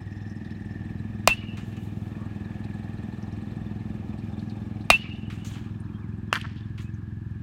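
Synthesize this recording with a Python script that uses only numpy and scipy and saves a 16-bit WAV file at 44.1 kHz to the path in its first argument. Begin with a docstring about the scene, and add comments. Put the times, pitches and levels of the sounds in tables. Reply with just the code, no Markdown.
"""Batting practice in an outdoor net cage, with a distant engine throbbing throughout under open-air rustle.
At 1.3 s and again at 4.9 s a metal bat meets a pitched ball: damped modes make the thump and crack, and
the barrel sings on with a Doppler shift as it swings through. After each hit noise swells as the netting is struck.
At 6.3 s a drier crack, a click with a hollow body and discrete reflections, comes from the next cage.
The loud hits overload the microphone and duck the gain."""
import sys
import numpy as np
from scipy import signal
from scipy.fft import rfft, irfft
from scipy.io import wavfile
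from scipy.ndimage import uniform_filter1d

SR = 44100
rng = np.random.default_rng(int(sys.argv[2]) if len(sys.argv) > 2 else 0)


def persist_wave(psi):
    """Save psi, clipped to +-1, as 16-bit WAV."""
    counts = np.round(np.clip(psi, -1, 1) * 32767).astype(np.int16)
    wavfile.write(sys.argv[1], SR, np.atleast_2d(counts).T)


N = 327222
T = np.arange(N) / SR
# Levels in the tables are relative: trims, envelopes and the recorder act on them afterwards.


def from_db(db):
    """Decibels to amplitude ratio."""
    return 10 ** (np.asarray(db) / 20)


def rms_one(x):
    """Scale to unit rms."""
    return x / np.sqrt(np.mean(x ** 2) + 1e-20)


def in_time(rows, t=T):
    """Each column of a curve, joined by straight lines."""
    s, *columns = np.transpose(rows)
    return [np.interp(t, s, c) for c in columns]


def add(track, s, sound):
    """Superpose a sound on a track at a given time."""
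    at = int(round(s * SR))
    track[at:at + len(sound)] += sound[:N - at]


def convolve(x, response):
    """Linear system: pass a sound through an impulse response."""
    return signal.oaconvolve(x, response)[:len(x)]


def response_of(spectrum, size=4096):
    """Causal, minimum-phase impulse response of a spectrum, by folding the cepstrum; unit energy."""
    hz, db = np.transpose(spectrum)
    grid = np.maximum(np.fft.rfftfreq(size, 1 / SR), 1)
    gain = from_db(np.interp(np.log(grid), np.log(hz), db))
    cepstrum = irfft(np.log(gain))
    cepstrum[1:size // 2] *= 2
    cepstrum[size // 2 + 1:] = 0
    response = irfft(np.exp(rfft(cepstrum)))
    return response / np.linalg.norm(response)


def noise(spectrum, count=N):
    """Coloured noise: white noise filtered by a spectrum of unit energy."""
    response = response_of(spectrum)
    white = rng.standard_normal(count + len(response) - 1)
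    return signal.oaconvolve(white, response, "valid")


def band(x, low_hz, high_hz, order=2):
    """Butterworth band-pass."""
    edges = [low_hz, min(high_hz, SR / 2 - 1000)]
    return signal.sosfilt(signal.butter(order, edges, "band", fs=SR, output="sos"), x + 1e-18)


def resonate(x, hz, width_hz):
    """Damped resonator: a pole pair whose radius sets the width, with unit gain on top."""
    r = np.exp(-np.pi * width_hz / SR)
    zeros = np.array([1, 0, -1]) * (1 - r * r) / 2
    poles = [1, -2 * r * np.cos(2 * np.pi * hz / SR), r * r]
    return signal.lfilter(zeros, poles, x + 1e-18)


def dying(t, t60):
    """Exponential damping by 60 dB in t60."""
    return from_db(-60 * t / t60)


def swell(rise_s, t60):
    """One second of an envelope that rises linearly and decays exponentially."""
    t = T[:SR]
    return np.minimum(t / rise_s, 1) * dying(np.maximum(t - rise_s, 0), t60)


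def flutter(per_s):
    """Random wobble of spread about 1, joined between draws."""
    return np.interp(T * per_s, np.arange(SR), rng.standard_normal(SR))


def shimmer(hz, width_hz):
    """Narrow-band noise: slow noise modulates a carrier whose centre may move; unit rms."""
    lowpass = signal.butter(2, width_hz / 2, fs=SR, output="sos")
    shake = signal.sosfilt(lowpass, rng.standard_normal((2, N)))
    turn = 2 * np.pi * np.cumsum(hz * np.ones(N)) / SR
    return rms_one(shake[0] * np.cos(turn) + shake[1] * np.sin(turn))


def tail(spectrum, t60, delay_s):
    """Diffuse reverberation: reflections build up over delay_s and die away; unit energy."""
    t = T[:SR]
    build_up = 1 - np.exp(-(t / delay_s) ** 2)
    response = noise(spectrum, count=SR) * dying(t, t60) * build_up
    return response / np.linalg.norm(response)


# engine speed: start_s [s], rate [pulses per s]
ENGINE_RATE = [(0.0, 20.05), (1.48, 20.75), (2.04, 20.5), (5.07, 21.19), (5.56, 20.9), (7.42, 21.54)]


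def engine_cycle(first_beat=.775):
    """Phase as the integral of rate: firings counted since the start."""
    rate, = in_time(ENGINE_RATE)
    return np.cumsum(rate) / SR + first_beat


# open-air rustle: start_s [s], low_level_db [dB], treble_level_db [dB]
RUSTLE = [(0.0, -51.5, -71.5), (2.6, -47.5, -68), (4.7, -47, -69.5), (5.9, -57, -74.5), (7.42, -62.5, -76)]
# rustle spectra, low, middle and treble: pitch_hz [Hz], density_db [dB per Hz]
AIR_LOW = [(200, -12.5), (450, 5.5), (600, 0.5), (780, 4.5), (1000, -6), (1200, -2), (1450, -10),
           (2200, -30), (6000, -58.5)]
AIR_MIDDLE = [(600, -26.5), (1500, 0), (2400, 11), (3200, 5.5), (4200, -1.5), (5500, -34.5), (12000, -50.5)]
AIR_HISS = [(2000, -18), (4500, 5), (5300, 1.5), (6300, 1), (9000, -4.5), (10300, -9.5), (11500, -5.5),
            (16000, -14)]
# the middle part moves with the treble about a mean level of its own
MIDDLE_DB, MIDDLE_FOLLOWS = -64.5, 0.99
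# dull, far wash that comes and goes: start_s [s], level_db [dB]
WASH_LEVEL = [(0, -78), (2.05, -68), (2.22, -58), (2.42, -65), (5.35, -72), (5.65, -62.5), (6.1, -60),
              (6.6, -64), (7.42, -66)]
# spectrum of the wash: pitch_hz [Hz], density_db [dB per Hz]
WASH = [(500, -27.5), (900, -1), (1200, -0.5), (1450, -3.5), (2100, -21.5), (4000, -43.5)]


def open_air(pulsing=0.07):
    """Amplitude-modulated broadband noise: rustle and far wash, with an engine rush once in each cycle."""
    low_db, hiss_db = in_time(RUSTLE)
    wash_db, = in_time(WASH_LEVEL)
    middle_db = MIDDLE_DB + MIDDLE_FOLLOWS * (hiss_db - hiss_db.mean())
    rush = rms_one(np.exp(pulsing * np.cos(2 * np.pi * (engine_cycle() - .1))))
    low = from_db(low_db - 6.5 + 0.78 * flutter(22)) * rush * noise(AIR_LOW)
    middle = from_db(middle_db + 0.69 * flutter(25)) * rush * noise(AIR_MIDDLE)
    hiss = from_db(hiss_db - 2 + 0.95 * flutter(48)) * rush ** .5 * noise(AIR_HISS)
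    wash = from_db(wash_db + 1.8 * flutter(13)) * noise(WASH)
    return low + middle + hiss + wash


def exhaust(modes, beats):
    """Impulse excitation: each firing strikes every resonance with a strength of its own."""
    out = np.zeros(N)
    for hz, width_hz, db in modes:
        pulses = np.zeros(N)
        pulses[beats] = from_db(db + 1.3 * rng.standard_normal(len(beats)))
        out += resonate(pulses, hz, width_hz)
    return out


# engine loudness: start_s [s], deep_throb_level_db [dB], upper_knock_level_db [dB]
ENGINE_LEVEL = [(0.0, -31, -42), (0.4, -38, -34), (0.9, -34.5, -34.5), (4.3, -34, -33.5),
                (6.2, -33.5, -37.5), (6.8, -31, -42.5), (7.42, -30.5, -42)]
# engine resonances, deep and upper: pitch_hz [Hz], width_hz [Hz], level_db [dB]
THROB_MODES = [(99.6, 13, 20), (122.4, 5.2, 11.5)]
KNOCK_MODES = [(180, 20, -10.5), (213.9, 18.8, 4), (298.4, 21, -6), (356, 35, -7.5)]
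# steady rumble: pitch_hz [Hz], density_db [dB per Hz]
RUMBLE = [(20, -48), (40, -8), (65, -2), (100, -2.5), (220, -4.5), (330, -11), (430, -30), (700, -54),
          (2000, -74.5)]


def engine():
    """Source and filter: nearly even exhaust pulses ring low resonances over a faint rumble; the top is gone."""
    throb_db, knock_db = in_time(ENGINE_LEVEL)
    cycle = engine_cycle() + .007 * flutter(15)
    beats = np.flatnonzero(np.diff(np.floor(cycle)) > 0)
    throb = rms_one(band(exhaust(THROB_MODES, beats), 27, 180, order=4))
    knock = rms_one(band(exhaust(KNOCK_MODES, beats), 122, 339.0, order=6))
    rumble = from_db((throb_db + knock_db) / 2 - 7.5) * noise(RUMBLE)
    return from_db(throb_db - 2.5) * throb + from_db(knock_db - 4.0) * knock + rumble


def each_cycle(cycle, place, half_length, spread_db):
    """Periodic bursts at one place in every engine cycle, each with a strength of its own; unit rms."""
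    turn = np.round(cycle - place)
    strengths = from_db(spread_db * np.clip(rng.standard_normal(SR), -2, 2))
    burst = np.exp(-((cycle - place - turn) / half_length) ** 2)
    return rms_one(strengths[turn.astype(int)] * burst)


# loose panel rattling on the engine: start_s [s], level_db [dB], pitch_hz [Hz]
RATTLE = [(0.0, -55.5, 1800), (0.7, -53, 1789), (1.0, -56, 1755), (2.0, -61.5, 1750), (2.5, -55.5, 1743),
          (3.6, -58.5, 1768), (4.4, -62.5, 1716), (7.42, -61.5, 1682)]
RATTLE_WIDTH_HZ = 170
# the panel's shakes: place [0-1 of a cycle], level_db [dB]
SHAKES = [(0.091, -14.5), (.37, -14), (.88, -15.5)]
SHAKE_LENGTH = .085  # half length, in cycles
# loudness of the chattering parts: start_s [s], level_db [dB]
CLATTER_LEVEL = [(0.0, -65.5), (1.0, -64.5), (2.0, -65), (2.5, -59.5), (3.7, -63.5), (4.7, -62.5),
                 (6.0, -71.5), (7.42, -78.5)]
# parts that chatter once a cycle: place [0-1 of a cycle], half_length [cycles], pitch_hz [Hz], width_hz [Hz],
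# level_db [dB], spread_db [dB from cycle to cycle]
CLATTER = [(0, 0.22, 820, 140, -1, 2.5), (.37, 0.16, 760, 160, -0.5, 2), (.15, .2, 1210, 220, -11, 3.5),
           (.92, 0.15, 2440, 240, -5.5, 4), (.35, 0.14, 2300, 800, -9.5, 4), (0.3, 0.28, 3580, 160, -10, 4),
           (.95, 0.18, 4050, 430, -13, 4.5), (0.05, .17, 8100, 1600, -18, 4)]
# thin squeak in step with the engine: start_s [s], level_db [dB]
SQUEAK_LEVEL = [(0.0, -75), (.25, -71), (.76, -76.5), (.86, -80), (2.5, -84), (3.0, -85), (4.3, -80.5),
                (7.42, -90.5)]
SQUEAK_PLACE = 0.29  # of a cycle
# partials of the squeak: pitch_hz [Hz], width_hz [Hz], level_db [dB]
SQUEAK_MODES = [(3960, 100, -7.5), (5250, 140, 0), (5790, 220, -6.5), (6860, 700, -10)]


def clatter(spread_db=2.2, squeak_length=0.32, alternate_db=3):
    """Synchronous modulation: loose parts rattle, chatter and squeak, each at its own place in the cycle."""
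    cycle = engine_cycle()
    rattle_db, rattle_hz = in_time(RATTLE)
    clatter_db, = in_time(CLATTER_LEVEL)
    squeak_db, = in_time(SQUEAK_LEVEL)
    shakes = sum(from_db(db) * each_cycle(cycle, place, SHAKE_LENGTH, spread_db) for place, db in SHAKES)
    # the panel also buzzes between its shakes
    out = from_db(rattle_db) * rms_one(shakes + .7) * shimmer(rattle_hz, RATTLE_WIDTH_HZ)
    for place, half_length, hz, width_hz, db, uneven_db in CLATTER:
        bursts = each_cycle(cycle, place, half_length, uneven_db)
        out += from_db(clatter_db + db) * bursts * shimmer(hz, width_hz)
    # every other squeak is stronger
    alternate = from_db(alternate_db * (np.round(cycle - SQUEAK_PLACE) % 2))
    pips = each_cycle(cycle, SQUEAK_PLACE, squeak_length, spread_db) * alternate
    partials = sum(from_db(db) * shimmer(hz, width_hz) for hz, width_hz, db in SQUEAK_MODES)
    return out + from_db(squeak_db) * rms_one(pips) * partials


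# faint, far bird slurs: start_s [s], length_s [s], start_pitch_hz [Hz], end_pitch_hz [Hz], level_db [dB]
BIRDS = [(2.129, 0.18, 1130, 1165, -50), (5.921, 0.07, 3200, 3220, -57), (5.995, 0.088, 2800, 1710, -57),
         (6.292, 0.047, 3300, 3160, -58), (6.62, 0.037, 3680, 3300, -57), (6.829, 0.081, 2480, 2630, -54)]


def birds(blur_hz=40):
    """Frequency modulation: short, soft calls slide in pitch, blurred by distance."""
    out = np.zeros(N)
    for s, length_s, start_hz, end_hz, db in BIRDS:
        count = int(length_s * SR)
        hz = np.linspace(start_hz, end_hz, count) + blur_hz * flutter(245)[:count]
        call = np.hanning(count) * np.sin(2 * np.pi * np.cumsum(hz) / SR)
        add(out, s, from_db(db - 2.0) * call)
    return out


# short ticks of several kinds (engine ticks near 4 kHz, scuffs, net ticks, a slap after the dry crack):
# start_s [s], level_db [dB], pitch_hz [Hz], t60_s [s]
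TICKS = [(0.296, -41, 5500, 0.055), (0.446, -40.5, 4030, 0.077), (0.505, -40, 3950, .07),
         (1.331, -36, 8750, .04), (1.725, -38, 2350, 0.093), (2.641, -39, 4030, 0.064),
         (3.226, -43, 5400, .07), (3.3235, -45, 5440, .07), (4.1826, -44, 4070, 0.12),
         (4.393, -38.5, 3970, 0.087), (4.496, -35.5, 4070, .07), (4.809, -41.5, 3900, 0.11),
         (5.009, -35, 4100, .06), (5.157, -42.5, 3400, 0.072), (5.397, -44, 2960, .07),
         (5.8008, -47, 9070, .06), (6.413, -17.5, 2930, 0.015), (6.9392, -48, 6300, .07)]


def ticks(rise_s=0.00154, width_hz=700, spray_db=-16):
    """Noise bursts through a resonance: short resonant ticks, each with a fine spray from 6.8 to 9.5 kHz."""
    out = np.zeros(N)
    for s, db, hz, t60 in TICKS:
        burst = rng.standard_normal(SR)
        tick = rms_one(resonate(resonate(burst, hz, width_hz), hz, 3 * width_hz))
        spray = from_db(spray_db) * rms_one(band(burst, 6800, 9500))
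        add(out, s, from_db(db - 14.0) * (tick + spray) * swell(rise_s, t60))
    return out


# balls running into the net: start_s [s], slap_level_db [dB], cord_snap_level_db [dB], swish_level_db [dB],
# mesh_sway_level_db [dB], swish_rise_s [s], swish_t60_s [s]
NET = [(1.570, -45, -51, -62.5, -64, 0.018, 0.71), (1.765, -55, -57, -73, -75, 0.037, 2.1),
       (5.2995, -42, -66, -59.5, -60, 0.03, 0.46), (5.446, -48, -47.5, -50, -51, 0.02, 0.5),
       (6.777, -44.5, -65, -57, -70, 0.043, 0.16)]
SLAP_RISE_S, SLAP_T60_S, SNAP_RISE_S, SNAP_T60_S = 0.0027, 0.22, 0.0018, 0.04
SWAY_RISE_S, SWAY_T60_S = 0.11, 0.67
# spectra of the slap and of the swaying mesh: pitch_hz [Hz], density_db [dB per Hz]
SLAP = [(400, -33), (900, -6.5), (1250, 0.5), (1700, -4), (2300, 0.5), (3500, -6), (5000, -15), (9000, -26),
        (16000, -40)]
SWAY = [(400, -17), (750, 1), (1100, 2), (2000, -1.5), (3000, 2), (4200, -8.5), (5200, -14), (7500, -19.5),
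        (10000, -32)]
# resonances of the sliding cords: pitch_hz [Hz], width_hz [Hz], level_db [dB]
CORD_MODES = [(3470, 1900, -2), (5460, 1500, -11), (6740, 1400, -2.5), (8340, 1800, -7),
              (12700, 6200, -8.5)]
# fine hiss while the net settles after the first ball: start_s [s], level_db [dB]
SIFT_LEVEL = [(1.6, -110), (1.67, -68), (1.76, -77), (1.83, -65), (1.93, -76), (2.06, -72), (2.14, -77),
              (2.25, -110)]
# spectrum of that hiss: pitch_hz [Hz], density_db [dB per Hz]
SIFT = [(3000, -20), (7500, -1), (10000, -4), (14000, -2), (16000, -6.5)]


def netting(grain_db=1.0, clumps_db=2.0, sway_grain_db=3.5):
    """Impact, then sliding friction: cords snap taut and slide over ball and each other; the mesh sways on."""
    slap, slide, sway = np.zeros((3, N))
    for s, slap_db, snap_db, swish_db, sway_db, rise_s, t60 in NET:
        add(slap, s, from_db(slap_db) * swell(SLAP_RISE_S, SLAP_T60_S))
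        add(slide, s, from_db(snap_db) * swell(SNAP_RISE_S, SNAP_T60_S))
        add(slide, s, from_db(swish_db) * swell(rise_s, t60))
        add(sway, s, from_db(sway_db) * swell(SWAY_RISE_S, SWAY_T60_S))
    cords = np.zeros(N)
    for hz, width_hz, db in CORD_MODES:
        uneven_db = clumps_db * flutter(60) + grain_db * flutter(300)
        cords += from_db(db + uneven_db) * shimmer(hz, width_hz)
    mesh = sway * rms_one(noise(SWAY) * from_db(sway_grain_db * flutter(250)))
    sift_db, = in_time(SIFT_LEVEL)
    struck = slap * noise(SLAP) + slide * rms_one(cords) + from_db(sift_db) * noise(SIFT)
    return mesh + struck * from_db(grain_db * flutter(450))


NEXT_CAGE_S, NEXT_CAGE_DB, NEXT_CAGE_TOP_HZ = 6.3286, 10.5, 9000
# hollow body of the dry crack: pitch_hz [Hz], level_db [dB], t60_s [s]
HOLLOW_MODES = [(760, -18, 0.0065), (1310, 1.5, 0.0044), (1700, -8, 0.0048), (2700, -6, 0.0065)]
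BODY_RISE_S = 0.00042
# slaps back off posts: delay_s [s after the crack], level_db [dB]
POSTS = [(.0075, -10), (.0115, -7), (0.0197, -5.5), (0.0265, -1), (0.034, -19), (.037, -12), (0.044, -15)]
POST_TOP_HZ = 4630
# flutter off a row of fence panels
FENCE_DELAY_S, FENCE_STEP_S, FENCE_DB, FENCE_TOP_HZ = .1112, .0041, -10.5, 1790
# spectra of the dry crack, of scatter close by and of far reflections (the last two also serve the bat):
# pitch_hz [Hz], density_db [dB per Hz]
DRY_CRACK = [(100, -9), (450, -22), (750, -19.5), (1200, -9.5), (1800, -7.5), (2200, -14), (2900, -12),
             (3700, -18.5), (4400, -16.5), (8000, -23), (10000, -25.5), (16000, -52)]
SCATTER = [(150, 10.5), (450, -8.5), (900, 1.5), (2000, -1), (3000, 3), (4500, -8), (8000, -13.5),
           (16000, -22)]
FAR_FIELD = [(200, -18), (700, -21.5), (2000, 0), (3500, -1), (5000, -6.5), (9000, -15.5), (16000, -39)]


def next_cage(click_db=-9, crack_scatter_db=-14, slap_scatter_db=-7, slap_t60=0.0054, sizzle_db=-47,
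              sizzle_t60=0.18, grain_db=3.5, late_db=-30, late_delay_s=.215, count=6):
    """Impulse and discrete echoes: a crack with a hollow body, net sizzle, post slaps and a fence flutter."""
    crack, slaps, fence, body, sizzle, late = np.zeros((6, N))
    click = np.eye(1, SR // 20)[0]
    t = T[:SR // 20]
    add(crack, NEXT_CAGE_S, from_db(NEXT_CAGE_DB) * band(click, 130, NEXT_CAGE_TOP_HZ))
    for hz, db, t60 in HOLLOW_MODES:
        envelope = np.minimum(t / BODY_RISE_S, 1) * dying(t, t60)
        add(body, NEXT_CAGE_S, from_db(db) * np.sin(2 * np.pi * hz * t) * envelope)
    for delay_s, db in POSTS:
        burst = rng.standard_normal(len(t)) * dying(t, slap_t60)
        slap = band(burst / np.linalg.norm(burst), 190, POST_TOP_HZ)
        add(slaps, NEXT_CAGE_S + delay_s, from_db(db) * slap)
    for panel in range(count):
        # the middle panels return the most
        facing = np.sin(np.pi * (panel + .5) / count)
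        delay_s = FENCE_DELAY_S + (panel + rng.uniform(-0.21, .2)) * FENCE_STEP_S
        echo = band(click, 580, FENCE_TOP_HZ, order=3)
        add(fence, NEXT_CAGE_S + delay_s, facing * from_db(FENCE_DB) * echo)
    near = from_db(crack_scatter_db) * convolve(crack, tail(SCATTER, t60=0.026, delay_s=0.00073))
    near += from_db(slap_scatter_db) * convolve(slaps, tail(SCATTER, t60=0.037, delay_s=0.0018))
    cords = rms_one(band(rng.standard_normal(SR), 5300, 13000))
    add(sizzle, NEXT_CAGE_S, from_db(sizzle_db) * swell(0.0071, sizzle_t60) * cords)
    far = from_db(-26.0) * convolve(crack + slaps, tail(FAR_FIELD, t60=0.77, delay_s=.007))
    # a brighter wash comes back from across the field
    wash = band(tail(SCATTER, t60=0.18, delay_s=0.032), 3260, 5300)
    add(late, NEXT_CAGE_S + late_delay_s, from_db(NEXT_CAGE_DB + late_db) * wash)
    grain = from_db(grain_db * flutter(400))
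    coloured = from_db(click_db) * crack + slaps + fence + (near + far + late) * grain
    return body + sizzle * grain + convolve(coloured, response_of(DRY_CRACK))


# short-lived modes of the bat: pitch_hz [Hz], level_db [dB], t60_s [s]
BAT_MODES = [(2130, -15, .05), (2475, -1.5, .05), (2745, -5.5, .04), (2990, -18, .04), (3760, -10, .04),
             (4170, -12, .035), (5150, -23, .03), (8690, -27, .022)]


def contact(thump_db, thump_hz, modes_db, thump_t60=0.01, upper_ratio=1.553, upper_db=0):
    """Modal impact: the ball flattens with a damped thump and a push of air, and the bat's short modes ring."""
    t = T[:SR // 4]
    lower = np.sin(2 * np.pi * thump_hz * t)
    upper = from_db(upper_db) * np.sin(2 * np.pi * thump_hz * upper_ratio * t)
    thump = from_db(thump_db) * band((lower + upper) * dying(t, thump_t60), 541, 1400, order=3)
    push = from_db(thump_db - 15.5) * band(dying(t, 0.072), 50, 240, order=3)
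    modes = np.zeros(len(t))
    for hz, db, t60 in BAT_MODES:
        modes += from_db(db + modes_db) * np.sin(2 * np.pi * hz * t) * dying(t, t60)
    return thump + push, modes


BARREL_HZ, BARREL_T60_S, OFF_LOBE_DB = 2804, .7, -30.5
FASTEST_S = .043  # after contact the barrel gains speed until here, then is braked


def barrel(direction, top_speed, swing_s, lobes, waver_hz=14):
    """Doppler effect on the long barrel note: flat behind the batter (1), sharp towards the field (-1)."""
    t = T[:SR // 2]
    speed = top_speed * np.exp(-((t - FASTEST_S) / swing_s) ** 2)
    beam = from_db(OFF_LOBE_DB) * dying(t, BARREL_T60_S)
    for s, width_s, db in lobes:
        beam = beam + from_db(db) * np.exp(-((t - s) / width_s) ** 2)
    hz = BARREL_HZ * (1 - direction * speed / 343)  # speed of sound in m/s
    wavering_hz = hz + waver_hz * flutter(220)[:len(t)]
    return beam * np.sin(2 * np.pi * np.cumsum(wavering_hz) / SR)


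# bat meets ball: start_s [s], thump_level_db [dB], thump_pitch_hz [Hz], crack_level_db [dB],
# short_modes_level_db [dB], barrel_ring_level_db [dB], field_return_level_db [dB],
# top_barrel_speed [m/s], swing_half_length_s [s]
HITS = [(1.275, 4, 689, 2.5, -7.5, -16, -10, 14.8, 0.098), (4.9021, 6.5, 735, 4, 0, -12, -4.5, 16, .055)]
# spectrum of the crack: pitch_hz [Hz], density_db [dB per Hz]
CRACK = [(300, -15.5), (1500, -8.5), (3000, 8), (4300, 1), (6000, -10), (8500, -2), (10000, -14),
         (12000, -15), (16000, -22)]
# lobes of the barrel note sweeping past the microphone: delay_s [s after contact], half_width_s [s], level_db [dB]
LOBES = [(.006, 0.024, -10.5), (0.042, .0165, 1.5)]
# barrel note returning from around the field: delay_s [s], direction [1 behind the batter, -1 ahead], level_db [dB]
RING_ECHOES = [(.004, -1, -21.5), (0.061, -.9, -26.5), (0.171, -0.2, -33), (.19, 1, -34),
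               (0.218, -1.1, -40), (0.286, 0.7, -43), (.32, -1, -44), (0.438, 0.84, -42.5), (.48, -1, -43)]


def bat(crack_t60=0.008, click_db=2, click_t60=.002, wall_db=2, wall_thump_db=-38, wall_delay_s=.126,
        diffuse_db=-7, echo_half_length_s=0.036, break_up=0.62):
    """Direct sound, early scatter and late reflections: both hits, the cage and returns across the field."""
    direct, snap, far_snap, shell, ring, returns = np.zeros((6, N))
    t = T[:SR // 4]
    for s, thump_db, thump_hz, crack_db, modes_db, ring_db, field_db, top_speed, swing_s in HITS:
        thump, modes = contact(thump_db, thump_hz, modes_db)
        crack = from_db(crack_db) * noise(CRACK, count=len(t)) * dying(t, crack_t60)
        click = band(rng.standard_normal(len(t)) * dying(t, click_t60), 5000, 10000, order=3)
        add(direct, s, thump + crack + from_db(click_db) * click)
        # single impulses excite the reflections
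        add(snap, s, from_db([crack_db]))
        add(far_snap, s, from_db([field_db]))
        add(shell, s, modes)
        add(ring, s, from_db(ring_db) * barrel(1, top_speed, swing_s, LOBES))
        for delay_s, direction, db in RING_ECHOES:
            lobe = [(FASTEST_S, echo_half_length_s, 0)]
            echo = barrel(direction, top_speed, swing_s + echo_half_length_s, lobe, waver_hz=42)
            add(returns, s + delay_s, from_db(ring_db + db) * echo)
    cage = from_db(2.5 + .8 * flutter(600)) * convolve(snap, tail(SCATTER, t60=.17, delay_s=.004))
    cage_ring = from_db(-25) * convolve(shell, tail(FAR_FIELD, t60=.13, delay_s=.008))
    # the long way over the field takes the top off the crack
    far_crack = convolve(far_snap, tail(FAR_FIELD, t60=0.58, delay_s=0.02))
    field = from_db(2.7 * flutter(120)) * band(far_crack, 300, 4400, order=3)
    # a far wall sends back a dull, smeared copy of the ping and the thump
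    ping = from_db(wall_db) * band(far_snap, 2250, 2680)
    thud = from_db(wall_thump_db) * band(direct, 1030, 1400)
    smeared = convolve(ping + thud, tail(FAR_FIELD, t60=0.12, delay_s=0.028))
    wall = np.interp(T - wall_delay_s, T, smeared, left=0)
    # the returns of the barrel note break up and smear on their way
    returns *= 1 + break_up * flutter(160)
    returns += from_db(diffuse_db - 13) * convolve(returns, tail(FAR_FIELD, t60=0.63, delay_s=0.018))
    return direct + shell + ring + cage + cage_ring + field + wall + returns


def scene():
    """Superposition of every source as it reaches the microphone behind the cage."""
    background = open_air() + engine() + clatter() + birds()
    return (background + ticks() + netting() + next_cage() + bat())[None]


CUTOFF_HZ = 15900


def record(dry, ceiling=0.73, threshold_db=-9, most_db=6.0, release_db_per_s=16, attack_s=0.016):
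    """Saturation and compression: peaks overload, the gain ducks and recovers, deepest bass and top are cut."""
    clipped = dry / (1 + (dry / ceiling) ** 4) ** .25
    power = np.abs(uniform_filter1d(clipped ** 2, size=128))
    level_db = 20 * np.log10(np.sqrt(power) + 1e-9)
    over_db = np.clip(level_db - threshold_db, 0, most_db)
    # a running maximum on a rising ramp gives a steady release
    ramp_db = release_db_per_s * T
    held_db = np.maximum.accumulate(over_db + ramp_db, axis=-1) - ramp_db
    pole = np.exp(-1 / (attack_s * SR))
    ducked = clipped * from_db(-signal.lfilter([1 - pole], [1, -pole], held_db))
    thinned = signal.sosfilt(signal.butter(2, 32, "high", fs=SR, output="sos"), ducked)
    return signal.sosfiltfilt(signal.ellip(8, .1, 50, CUTOFF_HZ, fs=SR, output="sos"), thinned)


dry = scene()
out = record(dry)
persist_wave(out)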